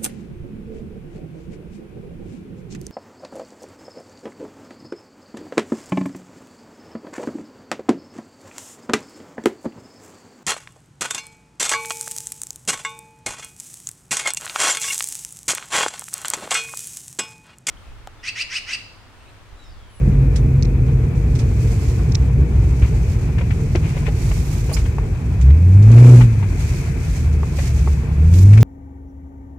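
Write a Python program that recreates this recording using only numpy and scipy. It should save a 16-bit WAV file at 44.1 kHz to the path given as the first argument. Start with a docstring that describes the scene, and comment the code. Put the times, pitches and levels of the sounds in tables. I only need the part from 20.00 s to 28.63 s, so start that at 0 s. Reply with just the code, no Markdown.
"""Car on a snowy bend

From the driver's seat: packed snow rumbles under the tyres and the driveline drones down as the car slows.
The engine revs twice, booming through the cabin's resonances and overloading the microphone into crackle.
The steering wheel hisses and slides through the driver's hands, and the wipers sweep once.
Plastic trim ticks, the dashboard knocks and the indicator relay clicks."""
import sys
import numpy as np
from scipy import signal
from scipy.fft import rfft, irfft, next_fast_len
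from scipy.io import wavfile
from scipy.ndimage import map_coordinates

SR = 44100
rng = np.random.default_rng(int(sys.argv[2]) if len(sys.argv) > 2 else 0)


def wrap_up_sound(samples):
    """Save the sound to the file named by the first command line argument, as 16-bit audio."""
    columns = np.atleast_2d(samples).T
    # keep every value between -1 and 1, then stretch to whole-number steps
    tamed = np.clip(columns, -1, 1)
    steps = np.round(tamed * 32767).astype(np.int16)
    wavfile.write(sys.argv[1], SR, steps)


N = 380583
TOP_REVS_HZ = 124.4  # firing rate
# stereo placement of hands and trim, mostly to the right: freq_hz, left_minus_right_db
RIGHT_SIDE = [(2300, 11.5), (3100, -1), (3650, -9.5), (4400, -3.5), (5200, -13.5), (6400, -19.5),
              (7600, -14.5), (9600, -5.5), (12000, -12)]


def amp(db):
    """Decibels to gain."""
    return 10 ** (np.asarray(db) / 20)


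def along(points, hz):
    """Read (freq_hz, value) points on a log frequency axis."""
    freqs, values = np.transpose(points)
    return np.interp(np.log(hz + 1), np.log(freqs + 1), values)


def curves(rows):
    """One value per sample for each column after the time."""
    times, *columns = np.transpose(rows)
    return [np.interp(np.arange(N) / SR, times, column) for column in columns]


def wobble(rate):
    """A smooth random curve, rate knots a second."""
    knots = rng.standard_normal(int(N * rate / SR) + 4)
    return map_coordinates(knots, [np.arange(N) * rate / SR])


def filtered(x, response):
    """Shape x by a frequency response."""
    size = next_fast_len(N + SR // 2)
    return irfft(rfft(x, size) * response(np.fft.rfftfreq(size, 1 / SR)), size)[..., :N]


def pan(db):
    """Stereo gains for a left-minus-right level."""
    return amp(np.array([db, -db]).reshape(2, -1) / 2)


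def cabin_noise(spectrum, balance=((1000, 0),)):
    """Coloured noise with a centre of rms 1: near mono in the bass, wide in the treble."""
    # likeness of left and right: freq_hz, correlation
    likeness = [(130, 0.99), (280, 0.92), (600, 0.69), (1200, 0.18), (2500, 0), (8000, 0.018)]

    def shape(hz):
        width = np.arccos(np.clip(along(likeness, hz), -1, 1)) / 2
        return amp(along(spectrum, hz)) * [np.cos(width), np.sin(width)]
    mid, side = filtered(rng.standard_normal((2, N)), shape)
    pair = filtered(np.array([mid + side, mid - side]), lambda hz: pan(along(balance, hz)))
    return pair / np.std(pair.mean(axis=0))


def blows(times, db, t60, attack_s):
    """Envelope of contacts that rise fast and die away; their powers add."""
    t, power = np.arange(SR // 2) / SR, np.zeros(N + SR)
    for start, level, decay in np.broadcast(times, db, t60):
        shape = (1 - np.exp(-t / attack_s)) * np.exp(-np.log(1000) * t / decay)
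        power[round(start * SR):][:len(t)] += (amp(level) * shape) ** 2
    return np.sqrt(power[:N])


def holds(rows, rise_s, fall_s):
    """Envelope of (start_s, length_s, level_db) gestures that swell, hold and fade; their powers add."""
    t, power = np.arange(N) / SR, np.zeros(N)
    for start, length, db in rows:
        swell = 1 - np.exp(-np.maximum(t - start, 0) / rise_s)
        release = np.exp(-np.maximum(t - start - length, 0) / fall_s)
        power += (amp(db) * swell * release) ** 2
    return np.sqrt(power)


def strokes(rows):
    """Envelope of rubbing strokes: a sine arc over each row's three times, peaking at the middle one."""
    t = np.arange(N) / SR
    arcs = [amp(db) * np.sin(np.pi / 2 * np.interp(t, np.sort(times), [0, 1, 0])) for *times, db in rows]
    return np.linalg.norm(arcs, axis=0)


def ring(start, modes, pitch, db):
    """Damped modes, their frequencies scaled by pitch, struck a little differently each time."""
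    t, out = np.arange(SR // 3) / SR, np.zeros(N + SR)
    attack = 1 - np.exp(-t / 0.00083)
    for freq, level, t60 in modes:
        swing = np.sin(2 * np.pi * pitch * freq * (1 + 0.011 * rng.normal()) * t)
        envelope = attack * np.exp(-np.log(1000) * t / t60)
        out[round(start * SR):][:len(t)] += amp(db + level + rng.normal()) * swing * envelope
    return out[:N]


def drive():
    """Firing rate and load of the engine."""
    # engine speed: time_s, firing_hz
    revs = [(0, 66.7), (2.5, 64.5), (4.5, 59.6), (5.37, 60.06), (5.47, 65.85), (5.59, 83.1), (5.74, 95.2),
            (5.874, 109.9), (5.99, 119.4), (6.11, 123.9), (6.21, 121), (6.3, 113.4), (6.46, 95.9),
            (6.65, 75.93), (7.07, 79), (7.6, 71), (8.13, 68.5), (8.45, 96.8), (8.63, 113.9)]
    # presses of the accelerator: start_s, length_s, load_db
    presses = [(2.15, 0.6, -13.5), (5.385, 0.765, -0.23), (6.32, 0.26, -18), (7.15, 0.18, -13),
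               (7.68, 0.23, -13.5), (8.16, 0.74, 0)]
    return curves(revs)[0], holds(presses, rise_s=0.046, fall_s=0.11)


def electrical_whine():
    """A faint, wavering high tone toward the right."""
    whine_hz = 13850 + 70 * wobble(1.5) + 45 * wobble(300)
    return amp(-70.5) * pan(-8) * np.sin(2 * np.pi * np.cumsum(whine_hz) / SR)


def left_hiss():
    """Hiss mostly on the left, swelling as the steering wheel turns and rubs under the hand."""
    # swell of the hiss: time_s, level_db
    swell = [(0, -50.2), (5.35, -50.5), (5.75, -49), (6.05, -41.5), (6.35, -47), (6.7, -45), (7.5, -49.5),
             (8.63, -50.5)]
    # colour of the hiss: freq_hz, level_db
    hiss = [(500, -32.5), (1100, -3.5), (1480, 1), (1900, -4.5), (2300, -2), (2600, 3.5), (3000, -41.5),
            (3600, -21), (6000, -25), (10000, -9.5), (15000, -47.5)]
    balance = [(1000, 12.0), (2300, 39.5), (3200, 2.5), (6000, -23.0), (10000, -5)]
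    return amp(curves(swell)[0]) * cabin_noise(hiss, balance)


def crackle_grains():
    """Envelope of rms 1: a dense spatter of short grains of random size."""
    grains_per_s, spread_db, decay_s = 440, 3.5, 0.0019
    hits = (rng.random(N) < grains_per_s / SR) * amp(spread_db * rng.standard_normal(N)) ** 2
    power = signal.lfilter([1], [1, -np.exp(-1 / (decay_s * SR))], hits)
    return np.sqrt(power / power.mean())


def body_shake(roar_db):
    """Packed snow shakes body and wheels; both follow the tyre roar and shift in the ruts."""
    # body rumble: freq_hz, level_db
    rumble = [(18, -44), (28, -30), (34, -17.5), (41, -5.5), (52, 1.5), (70, -6.5), (100, -11), (160, -27),
              (300, -74)]
    # wheel thrum: freq_hz, level_db
    thrum = [(40, -24.5), (60, -21.5), (75, -0.5), (100, -3.5), (130, -2), (160, -6), (195, -17.5),
             (245, -19), (300, -30), (800, -76)]
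    # rutted snow: start_s, length_s, rumble_change_db, thrum_change_db
    ruts = [(0.046, 0.63, 3.5, 1.4), (2.195, 0.49, 1, 0.5), (3.247, 0.6, -3.5, 2)]
    slowing_db = roar_db - roar_db[0]
    rumble_db = roar_db[0] + 14.26 + 0.63 * slowing_db
    thrum_db = roar_db[0] + 14.25 + 0.47 * slowing_db
    for start, length, rumble_change_db, thrum_change_db in ruts:
        rut = holds([(start, length, 0)], rise_s=0.026, fall_s=0.026)
        rumble_db += rumble_change_db * rut
        thrum_db += thrum_change_db * rut
    return amp(rumble_db) * cabin_noise(rumble) + amp(thrum_db) * cabin_noise(thrum)


def road():
    """Tyres roar, sing in their air cavity and throw slush; a gritty crackle joins at peak revs."""
    # tyre roar easing into the bend: time_s, level_db
    slowing = [(0, -33), (2.4, -34), (3.9, -36), (4.7, -38), (8.63, -38.5)]
    # colour of the tyres: freq_hz, level_db
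    tread = [(120, -28), (210, -10), (250, 0.5), (295, -3), (345, 0), (460, -5), (570, -15.5), (800, -23.5),
             (1400, -32.5), (3000, -76)]
    # colour of slush and crackle: freq_hz, level_db
    spray = [(250, -22.5), (450, -1), (700, 3), (1000, 0.5), (1350, -4), (2600, -10.5), (3500, -15.5),
             (6000, -25.5), (16000, -46.5)]
    roar_db, = curves(slowing)
    firing_hz, load = drive()
    rev_peak = load * amp(64 * np.log2(firing_hz / TOP_REVS_HZ))  # as the boom overloads the microphone
    body = body_shake(roar_db)
    cavity = amp(-9.0 + 3.3 * wobble(14)) * np.sin(2 * np.pi * np.cumsum(457 + 8 * wobble(22)) / SR)
    roar = np.hypot(amp(roar_db), amp(-27.5) * rev_peak) * amp(1.1 * wobble(20))
    tyres = roar * (cabin_noise(tread) + cavity)
    slush = amp(-46 + 1.77 * wobble(35)) * cabin_noise(spray)
    crackle = amp(-32.5) * rev_peak * crackle_grains() * cabin_noise(spray)
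    left_lag_s = 0.00023
    rolling = filtered(body + tyres, lambda hz: np.exp(np.outer([-1j, 1j], np.pi * hz * left_lag_s)))
    return rolling + slush + crackle


def bumps():
    """Each jolt rings the floor."""
    # jolts: start_s, level_db, pitch_hz, t60_s
    jolts = [(.076, -5.5, 195, 0.1), (2.827, -4, 65.7, 0.15)]
    return sum(ring(start, [(hz, 0, t60)], 1, db) for start, db, hz, t60 in jolts)


def driveline():
    """Shaft orders drone through the body, shaken by the road, sinking and fading as the car slows."""
    # the shaft winding down: time_s, shaft_hz, level_db
    coast = [(0, 34.4, -37.5), (.95, 31.7, -33.5), (3, 26.27, -44), (8.63, 21.96, -56)]
    # drone partials: shaft_multiple, level_db
    orders = [(4, 14), (7, -4.5), (8, -4), (15, -10)]
    shaft_hz, coast_db = curves(coast)
    phase = 2 * np.pi * np.cumsum(shaft_hz * (1 + 0.0049 * wobble(12))) / SR
    drone, shudder_rad = np.zeros(N), 0.05
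    for order, db in orders:
        level = amp(coast_db + db + 3.75 * wobble(11))
        drone += level * np.sin(order * (phase + shudder_rad * wobble(25)))
    return np.sqrt(2) * drone


def wipers():
    """Rubber blades scrape over wet glass, catching in short bursts on the way back."""
    # scrapes: edge_s, fastest_s, other_edge_s (the three in any order), level_db
    wipes = [(2.8, 3.42, 3.75, -53.5), (3.81, 3.845, 3.97, -42.5), (3.86, 3.9, 4.15, -47),
             (4.075, 4.09, 4.05, -38)]
    # rubber on glass: freq_hz, level_db
    blade = [(500, -4), (1600, -5.5), (2450, 3), (3200, -10.5), (12000, -30)]
    return strokes(wipes) * amp(1.7 * wobble(120)) * cabin_noise(blade) * pan(3.7)


def rim_slide():
    """The wheel rim hisses through the palms with a fine grain, brighter when it spins free."""
    # slides through the palms: start_s, fastest_s, stop_s, level_db
    slides = [(1.0, 1.6, 2.7, -52.5), (1.48, 1.8, 2.14, -45), (2.45, 3.05, 3.37, -48.5),
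              (3.1, 4.1, 5.5, -48.5), (4.08, 4.33, 4.45, -43.5), (4.38, 4.62, 4.97, -45.5),
              (4.95, 6.8, 8.1, -51), (5.82, 6.17, 6.27, -38.5), (6.5, 6.68, 7, -43),
              (6.96, 7.14, 7.33, -45), (7.53, 7.63, 7.73, -41.5), (7.38, 7.7, 8.12, -45),
              (8.12, 8.5, 8.7, -47)]
    # palm hiss: freq_hz, level_db
    palm = [(900, -20.5), (2300, 2), (3100, -2.5), (3650, -6), (4400, -1), (5200, -4.5), (7000, -5),
            (8500, -5), (11000, -11.5), (13500, -16), (15500, -18)]
    # spins under a light hand: start_s, fastest_s, stop_s, level_db
    spins = [(4.1, 4.42, 4.88, -47.5), (8.3, 8.43, 8.44, -39.5)]
    # spin hiss: freq_hz, level_db
    grit = [(2000, -10), (4400, -2), (10000, -4), (15500, -10)]
    resting_palms = amp(-56.5 + 0.6 * wobble(3.2))
    rub = np.hypot(resting_palms, strokes(slides))
    grain = amp(wobble(180) + 1.2 * wobble(30))
    return grain * (rub * cabin_noise(palm, RIGHT_SIDE) + strokes(spins) * cabin_noise(grit, RIGHT_SIDE))


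def rim_grip():
    """Hands scuff as they catch the rim; skin squeaks once, jumping in pitch from slip to slip."""
    # catches: start_s, level_db, t60_s
    catches = [(0.358, -32.5, 0.11), (1.352, -39, 0.11), (1.389, -33, 0.11), (4.765, -37, .2),
               (5.411, -38.5, 0.091), (5.824, -41, 0.14), (5.915, -36, 0.054), (7.674, -36.5, .05),
               (8.337, -33, .07), (8.384, -34, 0.077), (8.531, -38.5, .06), (8.574, -36.5, .05),
               (8.606, -35.5, 0.084)]
    # colour of a scuff: freq_hz, level_db
    scuff = [(800, -14.5), (2000, 3), (3400, 2.5), (4600, 3), (7000, -1.5), (9500, -4), (11500, -19.5),
             (16000, -20.5)]
    # slips of the squeak: start_s, pitch_hz, level_db
    slips = [(4.726, 9400, -24.5), (4.733, 4520, -24), (4.738, 5200, -22.5), (4.743, 7020, -23)]
    # colour of a slip: pitch_multiple, level_db
    squeal = [(.6, -31), (.85, -20.5), (.96, -0.5), (1.04, -0.5), (1.18, -19.5), (1.9, -13), (2.6, -33.5)]
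    envelope = blows(*np.transpose(catches), attack_s=0.0012) * amp(2.2 * wobble(450))
    grip = envelope * cabin_noise(scuff, RIGHT_SIDE)
    for start, hz, db in slips:
        spectrum = [(multiple * hz, level) for multiple, level in squeal]
        grip += blows([start], db, t60=0.054, attack_s=0.0049) * cabin_noise(spectrum, RIGHT_SIDE)
    return grip


def trim():
    """Small plastic joints slip with dry, bright ticks."""
    # dashboard ticks: start_s, level_db
    ticks = [(0.625, -21.5), (0.631, -27), (0.6494, -31), (0.6546, -32.5), (2.1212, -26.5), (2.1235, -29),
             (2.1479, -23.5), (2.1524, -13), (2.156, -22.5), (3.7583, -22.5)]
    # colour of a tick: freq_hz, level_db
    snap = [(800, -26), (2300, -8), (3200, -14), (3950, 3.5), (4700, -1.5), (5500, 4.5), (6500, -9),
            (8000, -14), (11000, -35.5)]
    return blows(*np.transpose(ticks), t60=0.0092, attack_s=0.00022) * cabin_noise(snap, RIGHT_SIDE)


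def knocks():
    """Each knock thuds in the dashboard and sets loose plastic chattering."""
    # wiper and steering column knocks: start_s, thud_hz, thud_db, rattle_db, rattle_t60_s
    hits = [(2.818, 305, -22, -36, 0.27), (3.381, 720, -34, -28.5, 0.079), (3.409, 532.6, -25, -36, 0.11),
            (3.504, 702, -36, -30.5, 0.085), (3.751, 354, -10, -21.5, 0.04),
            (3.7566, 352, -15, -27.5, 0.068), (3.966, 550, -25, -34, .09), (4.062, 446, -37, -31, .09),
            (4.081, 442, -18, -32, 0.063), (4.311, 643, -29, -28, .045), (4.692, 524, -24, -36.5, 0.074),
            (4.714, 617, -23, -35, .05), (4.764, 480, -30, -31.5, 0.12), (4.855, 600, -42, -31.5, .045),
            (5.503, 318, -31, -32.5, .05), (5.977, 480, -20, -25.5, .05), (6.207, 856, -20, -27, .12),
            (6.426, 889, -29, -36, 0.094), (7.586, 563, -22.5, -30.5, .07), (8.53, 400, -37, -27.5, 0.07),
            (8.572, 500.4, -40, -26, 0.063)]
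    # hollow panel modes: pitch_multiple, level_db, t60_s
    panel = [(1, 0, 0.048), (1.3, -8.5, 0.077), (1.801, -10, 0.07), (2.9, -19, 0.027)]
    # loose plastic: freq_hz, level_db
    plastic = [(500, -10.5), (1000, -0.5), (1500, -1), (2300, 4.5), (3000, -4.5), (4200, -14),
               (5700, -21.5), (8000, -28), (14000, -45.5)]
    thud = sum(ring(start, panel, hz, db) for start, hz, db, _, _ in hits)
    starts, _, _, rattle_db, t60 = np.transpose(hits)
    chatter = blows(starts, rattle_db, t60, attack_s=0.0028) * amp(1.5 * wobble(350))
    return thud + chatter * cabin_noise(plastic) * pan(6.6)


def indicator():
    """The relay snaps and rings its housing, muffled behind the dashboard."""
    # relay clicks: start_s
    clicks = [4.9835, 7.4315, 7.8737]
    # housing modes: pitch_hz, level_db, t60_s
    modes = [(427, -6, 0.05), (916, -2.5, 0.019), (1080, -2.5, 0.02), (1710, -10, 0.011)]
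    # muffled contact snap: freq_hz, level_db
    snap = [(300, -7.5), (1000, -4), (2200, -8.5), (3500, -26), (9000, -54)]
    housing = sum(ring(start, modes, pitch=1, db=-16.5) for start in clicks)
    return housing + blows(clicks, db=-32.5, t60=0.066, attack_s=0.00057) * cabin_noise(snap)


def engine():
    """The firing tone grows with load and booms at cabin resonances; each firing adds a gruff puff."""
    # the cabin's standing waves: freq_hz, gain_db
    cabin = [(60, -2), (73, 1), (83, -7), (88, -5), (99, -1.2), (111, -1.5), (124, 1.4), (146, -1),
             (170, -8), (215, -11), (250, -2.5)]
    # colour of a puff: freq_hz, level_db
    puff = [(90, -25), (170, -1), (320, -2), (480, -15), (2000, -51)]
    load_db, idle_db, idle_hz, overtone_db = -5, -25, 66, -14
    firing_hz, load = drive()
    phase = 2 * np.pi * np.cumsum(firing_hz * (1 + 0.0062 * wobble(25))) / SR
    force = amp(load_db) * load + amp(idle_db + 9.5 * np.log2(firing_hz / idle_hz))
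    crank = amp(-31.0) * np.sin(phase / 2) + amp(-24) * np.sin(3 * phase / 2)  # uneven cylinders
    boom = amp(along(cabin, firing_hz) + 0.9 * wobble(40)) * (np.sin(phase) + crank)
    rough_gain = amp(along(cabin, 2 * firing_hz) + overtone_db + 2.5 * wobble(70))
    overtone = rough_gain * np.sin(2 * phase + 0.28 * wobble(45))
    puff_gain = amp(-28.5 + 14 * np.log2(firing_hz / TOP_REVS_HZ))
    puffs = puff_gain * (1 + np.cos(phase)) * cabin_noise(puff)
    return np.sqrt(2) * force * (boom + overtone + puffs)


def scene():
    """Everything heard from the driver's seat."""
    car = road() + bumps() + driveline() + engine() + left_hiss() + electrical_whine()
    return car + wipers() + rim_slide() + rim_grip() + trim() + knocks() + indicator()


def record(dry):
    """The boom flattens against full scale, and the very top of the treble is cut."""
    hardness, top_hz = 24, 15400
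    clipped = dry / (1 + np.abs(dry) ** hardness) ** (1 / hardness)
    return filtered(clipped, lambda hz: hz < top_hz)


dry = scene()
out = record(dry)
wrap_up_sound(out)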